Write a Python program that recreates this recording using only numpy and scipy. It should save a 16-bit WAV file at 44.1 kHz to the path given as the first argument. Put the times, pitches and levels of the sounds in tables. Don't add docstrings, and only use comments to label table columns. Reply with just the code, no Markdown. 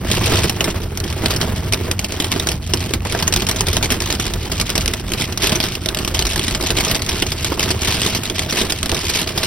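import sys
import numpy as np
from scipy import signal
from scipy.fft import rfft, irfft, next_fast_len
from scipy.io import wavfile
from scipy.ndimage import uniform_filter1d, map_coordinates

SR = 44100
rng = np.random.default_rng(int(sys.argv[2]) if len(sys.argv) > 2 else 0)


def pcm_store(signal):
    levels = np.round(np.clip(np.atleast_2d(signal), -1, 1) * 32767)
    wavfile.write(sys.argv[1], SR, levels.astype(np.int16).T)


N = 417186
TIME = np.arange(N) / SR


def from_db(db):
    return 10 ** (np.asarray(db) / 20)


def rms_one(x):
    return x / np.sqrt(np.mean(x ** 2) + 1e-20)


def in_time(curve, s):
    return np.interp(s, *np.transpose(curve))


def at_hz(table, hz):
    knots, *columns = np.transpose(table)
    return [np.interp(np.log(hz + 1), np.log(knots), column) for column in columns]


def drift(per_s):
    steps = rng.standard_normal(2048)
    return rms_one(map_coordinates(steps, [TIME * per_s], order=2, mode="mirror"))


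# [f/Hz, likeness/0-1, left lead/rad, left minus right level/dB]
PORT_PAIR = [(130, .995, 0, -.5), (320, .92, -.1, -4.8), (700, .64, .3, -4.5), (1400, .97, 0, 0),
             (2100, .97, 0, 0), (2700, .5, .6, -1.5), (4100, .38, 1.2, -1), (5300, .5, .2, 0),
             (6600, .95, 3.1, 0), (7800, .95, 3.1, 0), (8100, .62, .35, 0)]


def radiate(x, spectrum):
    size = 2 * next_fast_len(N // 2 + SR // 10)
    hz = np.arange(size // 2 + 1) * SR / size
    gain = rms_one(from_db(at_hz(spectrum, hz)[0]))
    cepstrum = irfft(np.log(gain))
    panel = np.exp(rfft(np.r_[cepstrum[0], 2 * cepstrum[1:size // 2]], size))
    common, apart = rfft(x, size) * panel

    alike, lead_rad, balance_db = at_hz(PORT_PAIR, hz)
    alike = np.clip(alike, 0, 1)
    sides = np.array([[1], [-1]])
    pair = np.sqrt((1 + alike) / 2) * common + sides * np.sqrt((1 - alike) / 2) * apart
    pair = pair * from_db(sides * balance_db / 2) * np.exp(.5j * sides * lead_rad)
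    return irfft(pair, size)[:, :N]


# [t/s, level/dB]
RAIN_STRENGTH = [(0.0, -31), (0.32, -23), (0.58, -35), (0.62, -26.5), (0.87, -36.5), (1.06, -35),
                 (1.24, -28), (1.42, -26.5), (1.78, -36), (1.88, -28), (1.92, -38), (2.51, -29.5),
                 (2.57, -42.5), (2.95, -30), (2.99, -40.5), (3.17, -24.5), (3.27, -34), (3.61, -27),
                 (3.71, -33.5), (3.93, -24), (3.97, -32), (4.2, -29.5), (4.48, -33.5), (4.8, -31),
                 (5.11, -37.5), (5.15, -22.5), (5.39, -39), (5.43, -20.0), (5.83, -38), (5.99, -26.5),
                 (6.05, -33), (6.27, -28), (6.55, -29), (6.9, -22.0), (7.04, -33.5), (7.08, -28.5),
                 (7.4, -32), (7.68, -22.5), (7.78, -32.5), (7.83, -22.5), (8.16, -25.5), (8.2, -31),
                 (8.62, -22), (8.78, -34.5), (8.94, -28), (9.42, -23.5)]
MEAN_RAIN_DB = -29
FILM_DOUBLINGS_PER_DB = .055
ATTACK_S, CRACK_S, CRACK_HEIGHT = .0003, .0013, .5


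def strike(drops, ring_s, cabin_db, cabin_s, colour_db, grain_db, treble_db, size=3072):
    times_s, crest_db = np.transpose(drops)
    count = len(times_s)
    t = np.arange(size) / SR
    rise = 1 - np.exp(-t / ATTACK_S)
    usual = rise * np.exp(-t / ring_s)

    film = FILM_DOUBLINGS_PER_DB * (in_time(RAIN_STRENGTH, times_s) - MEAN_RAIN_DB)
    stretch = 2 ** (film + .5 * rng.uniform(-1, 1, count))[:, None]

    grain = rms_one(uniform_filter1d(rng.standard_normal((count, size)), size=24))
    taps = from_db(grain_db * np.clip(grain, -2, 2))
    ringing = np.exp(-t / (ring_s * stretch))
    crack = CRACK_HEIGHT / stretch * np.exp(-t / CRACK_S)
    burst = rise * (ringing + crack) * taps
    energy_ratio = np.sum(usual ** 2) / np.sum(burst ** 2, axis=1, keepdims=True)
    burst *= np.sqrt(energy_ratio) / usual.max()
    echo = from_db(cabin_db) * rise * np.exp(-t / cabin_s)
    waves = rng.standard_normal((count, 2, size)) * np.hypot(burst, echo)[:, None]

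    place = np.sqrt(np.linspace(0, 1, size // 2 + 1))
    humps = np.cos(np.pi * np.outer(np.arange(1, 33), place))
    shape_db = colour_db * rng.standard_normal((count, len(humps))) @ humps
    shape_db += (treble_db - 2 * np.log2(stretch)) * place
    colour = from_db(shape_db)
    colour /= np.sqrt(np.mean(colour[:, place < .5] ** 2, axis=1, keepdims=True))
    levelled = colour * from_db(crest_db)[:, None]
    waves = irfft(rfft(waves) * levelled[:, None], size)

    out = np.zeros((2, N + size))
    starts = np.clip((times_s + ATTACK_S) * SR, 0, N - 1).astype(int)
    for at, wave in zip(starts, waves):
        out[:, at:at + size] += wave
    return out[:, :N]


def shower(level_db, count, sizes_db):
    times_s = np.abs(np.arange(count) + rng.uniform(-1, 2, count)) / count * N / SR
    drop_size = np.clip(rng.standard_normal(count), -2, 1.5)
    return np.column_stack([times_s, np.interp(times_s, TIME, level_db) + sizes_db * drop_size])


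# [f/Hz, level/dB]
BODY_SPECTRUM = [(15, -34), (28, -17.5), (47, 0.5), (66, -3.5), (84, 5), (103, 0.5), (130, -5.5),
                 (200, -8.5), (1500, -55.5)]
# [t/s, level/dB]
BOOM_LEVEL = [(0.0, -30.5), (2.0, -34), (3.8, -29), (5.9, -32.5), (6.12, -24), (6.7, -27.5), (7.05, -34),
              (9.46, -46)]
# [t/s, gain/dB]
ROAD_LEVEL = [(0.0, -19), (0.38, -20), (0.75, -27.5), (1.6, -20.5), (2.3, -27.5), (2.8, -24), (4.85, -25),
              (5.4, -28), (6.2, -27.5), (7.5, -24.5), (8.8, -29)]
# [t/s, relative level/dB]
PUDDLE_SLAPS = [(3.05, -21), (3.148, -18)]
# [f/Hz, level/dB]
ARCH_SPECTRUM = [(250, -6), (600, 6), (1050, -2.5), (2000, -6.5), (14000, -31)]
BOOM_BELOW_HZ = 52.6


def tyres():
    body = radiate(rng.standard_normal((2, N)), BODY_SPECTRUM)
    low_pass = signal.butter(3, BOOM_BELOW_HZ, "low", fs=SR, output="sos")
    high_pass = signal.butter(3, BOOM_BELOW_HZ, "high", fs=SR, output="sos")
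    deep = rms_one(signal.sosfilt(low_pass, body))
    upper = signal.sosfilt(high_pass, body)
    boom = from_db(in_time(BOOM_LEVEL, TIME) + drift(10)) * deep
    rumble = from_db(in_time(ROAD_LEVEL, TIME) + drift(11)) * upper
    slaps = strike(PUDDLE_SLAPS, ring_s=.018, cabin_db=-9, cabin_s=.018,
                   colour_db=.2, grain_db=3.0, treble_db=-3)
    return boom + rumble + from_db(2.5) * radiate(slaps, ARCH_SPECTRUM)


# [t/s, relative level/dB]
HEAVY_DROPS = [(0.175, -22.5), (0.319, -15), (0.333, -22), (0.4395, -16), (0.607, -17), (0.679, -17),
               (1.235, -18.5), (1.428, -20.5), (2.361, -22), (3.768, -22.5), (5.522, -18), (6.698, -23.5),
               (7.518, -17.5), (8.923, -20)]
# [f/Hz, level/dB]
ROOF_SPECTRUM = [(70, -0.5), (170, 2.5), (300, -0.5), (352, 4.5), (400, 1), (540, -4.5), (590, -8.5),
                 (635, 0.5), (690, -6), (1100, -7.5), (2000, -11), (6000, -20.5)]
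ROOF_DB = -30.5
ROOF_FOLLOWS, ROOF_EASES_DB_PER_S = 0.68, 0.47


def roof(rain_db):
    lining = dict(ring_s=0.0049, cabin_db=2, cabin_s=0.019, colour_db=0.62, grain_db=1.5, treble_db=-8.5)
    force_db = ROOF_FOLLOWS * (rain_db - MEAN_RAIN_DB) - ROOF_EASES_DB_PER_S * TIME
    small = shower(force_db, count=1000, sizes_db=4.0)
    drumming = from_db(ROOF_DB) * rms_one(strike(small, **lining))
    knocks = strike(HEAVY_DROPS, ring_s=0.011, cabin_db=-10, cabin_s=0.019,
                    colour_db=0.35, grain_db=1, treble_db=-14)
    shaken = from_db(-13.5) * strike(FAT_DROPS, **lining)
    return radiate(drumming + from_db(3.0) * knocks + shaken, ROOF_SPECTRUM)


# [t/s, relative level/dB]
FAT_DROPS = [(0.1137, -9.5), (0.221, -28), (0.2479, -21), (0.2584, -12.5), (0.3871, -12), (0.4395, -13.5),
             (0.4954, -9.5), (0.6061, -11), (0.642, -11.5), (0.9733, -18), (1.0007, -18), (1.0391, -20.5),
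             (1.1254, -22.5), (1.2581, -9), (1.3055, -14.5), (1.3619, -15), (1.4128, -11.5), (1.4268, -31),
             (1.7231, -11.0), (1.7336, -8.5), (1.7425, -15), (1.9127, -11), (1.9915, -14), (2.0439, -14),
             (2.1212, -17), (2.2, -10.5), (2.222, -17), (2.2429, -14), (2.3167, -11), (2.3237, -11.5),
             (2.3971, -12.5), (2.4699, -11.5), (2.4873, -12), (2.5163, -16), (2.7358, -7), (2.7717, -20.5),
             (2.8605, -24), (2.9363, -9), (3.0506, -22.5), (3.1219, -15.5), (3.2242, -11), (3.2771, -10.5),
             (3.3244, -11), (3.3379, -11), (3.3614, -9), (3.3698, -17), (3.4202, -14), (3.4666, -14.5),
             (3.4871, -12.5), (3.4926, -13.5), (3.5115, -12.5), (3.5609, -17.0), (3.6068, -8),
             (3.6672, -14.0), (3.6836, -12), (3.7295, -13.5), (3.7669, -9), (3.8263, -9.5), (3.8428, -14),
             (3.8572, -17.5), (3.9031, -11), (3.9101, -13), (3.9206, -9), (4.0034, -14.5), (4.0199, -14.5),
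             (4.1012, -11), (4.1246, -14.5), (4.1496, -17.0), (4.197, -13), (4.2648, -16.5), (4.3361, -16),
             (4.5167, -13.5), (4.5985, -11), (4.611, -10.5), (4.6933, -15.5), (4.7008, -14.5),
             (4.7532, -9.5), (4.7776, -10), (4.8076, -16), (4.8585, -13), (4.8774, -13), (4.9358, -12.5),
             (5.1185, -16.5), (5.1348, -14), (5.1752, -22), (5.1972, -20.5), (5.2196, -13), (5.323, -20),
             (5.3743, -13.5), (5.4332, -13), (5.4416, -11), (5.4616, -19), (5.4696, -12), (5.4935, -14),
             (5.519, -12), (5.5259, -16.5), (5.5499, -18), (5.5549, -13), (5.6018, -9.5), (5.6272, -14.5),
             (5.6377, -10.5), (5.7524, -17.5), (5.8587, -12.5), (5.8866, -12.5), (5.9465, -17),
             (5.9709, -17.5), (5.9869, -15), (6.0473, -14.5), (6.0762, -14), (6.1445, -12.5), (6.1495, -17),
             (6.1914, -10), (6.2144, -23), (6.2224, -15.5), (6.2523, -13.5), (6.2668, -14), (6.3331, -18.5),
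             (6.3585, -12.5), (6.3775, -15.5), (6.393, -14), (6.4374, -14.5), (6.4803, -11),
             (6.5092, -15.5), (6.5481, -11.5), (6.6085, -17.0), (6.6249, -16.0), (6.6354, -16.5),
             (6.6678, -18.0), (6.7038, -10.5), (6.7666, -13.0), (6.806, -14), (6.8375, -18.5),
             (6.8479, -13), (6.8794, -15.5), (6.9128, -10), (6.9462, -13), (6.9522, -14), (6.9931, -21),
             (7.0195, -16.5), (7.0624, -19), (7.0904, -13), (7.2221, -8.5), (7.265, -18), (7.3184, -12.5),
             (7.4276, -23), (7.4451, -11), (7.4685, -18), (7.5942, -12.0), (7.6272, -11), (7.6371, -17),
             (7.6576, -19), (7.704, -9), (7.8187, -20), (7.8457, -13), (7.8726, -13.5), (7.8821, -20),
             (7.9225, -12), (7.9429, -12.5), (8.0168, -11), (8.0472, -18.0), (8.0617, -10.5), (8.0717, -17),
             (8.0976, -18), (8.148, -13.5), (8.1634, -24), (8.2333, -17.0), (8.2547, -18.5), (8.2981, -14),
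             (8.3929, -12.5), (8.5241, -12), (8.5571, -18), (8.5915, -16.5), (8.6129, -10.5),
             (8.6967, -15.0), (8.7022, -14), (8.7212, -11), (8.8289, -11.5), (8.8579, -16.0), (8.8933, -12),
             (8.9157, -12.5), (8.9452, -13.5), (8.9666, -17), (9.0509, -18.5), (9.0973, -12.5),
             (9.1537, -14), (9.1692, -16), (9.1936, -13.5), (9.2151, -17), (9.2729, -15.5), (9.2894, -18),
             (9.3757, -10), (9.3912, -21), (9.4306, -13)]
# [f/Hz, level/dB]
GLASS_SPECTRUM = [(150, -3), (500, -18), (900, -7), (1400, -9), (2200, -0.5), (3100, 3), (4100, 0.5),
                  (5500, 1), (6800, -2), (8300, -6), (13300, -12), (15000, -63)]
CLUMPS_PER_S, CLUMP_DB = 30, 6.5


def windscreen(rain_db):
    fat = from_db(-0.4) * strike(FAT_DROPS, ring_s=0.0066, cabin_db=-17, cabin_s=0.014,
                                 colour_db=0.8, grain_db=3.0, treble_db=-1)
    clumped_db = rain_db + CLUMP_DB * np.clip(drift(CLUMPS_PER_S), -2, 1)
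    small = shower(clumped_db + 0.2, count=1500, sizes_db=3.2)
    patter = strike(small, ring_s=0.0036, cabin_db=-11, cabin_s=0.012,
                    colour_db=0.9, grain_db=2.2, treble_db=-4, size=2048)
    treble_loss = signal.butter(2, 4800, fs=SR, output="sos")
    wash = signal.sosfilt(treble_loss, rng.standard_normal((2, N)))
    far = from_db(clumped_db - 4.5) * wash
    return radiate(fat + patter + far, GLASS_SPECTRUM)


def scene():
    rain_db = in_time(RAIN_STRENGTH, TIME)
    return tyres() + roof(rain_db) + windscreen(rain_db)


CUTOFF_HZ = 16000


def record(dry):
    top_cut = signal.ellip(10, .1, 80, CUTOFF_HZ, fs=SR, output="sos")
    return signal.sosfilt(top_cut, np.clip(dry, -1, 1))


dry = scene()
out = record(dry)
pcm_store(out)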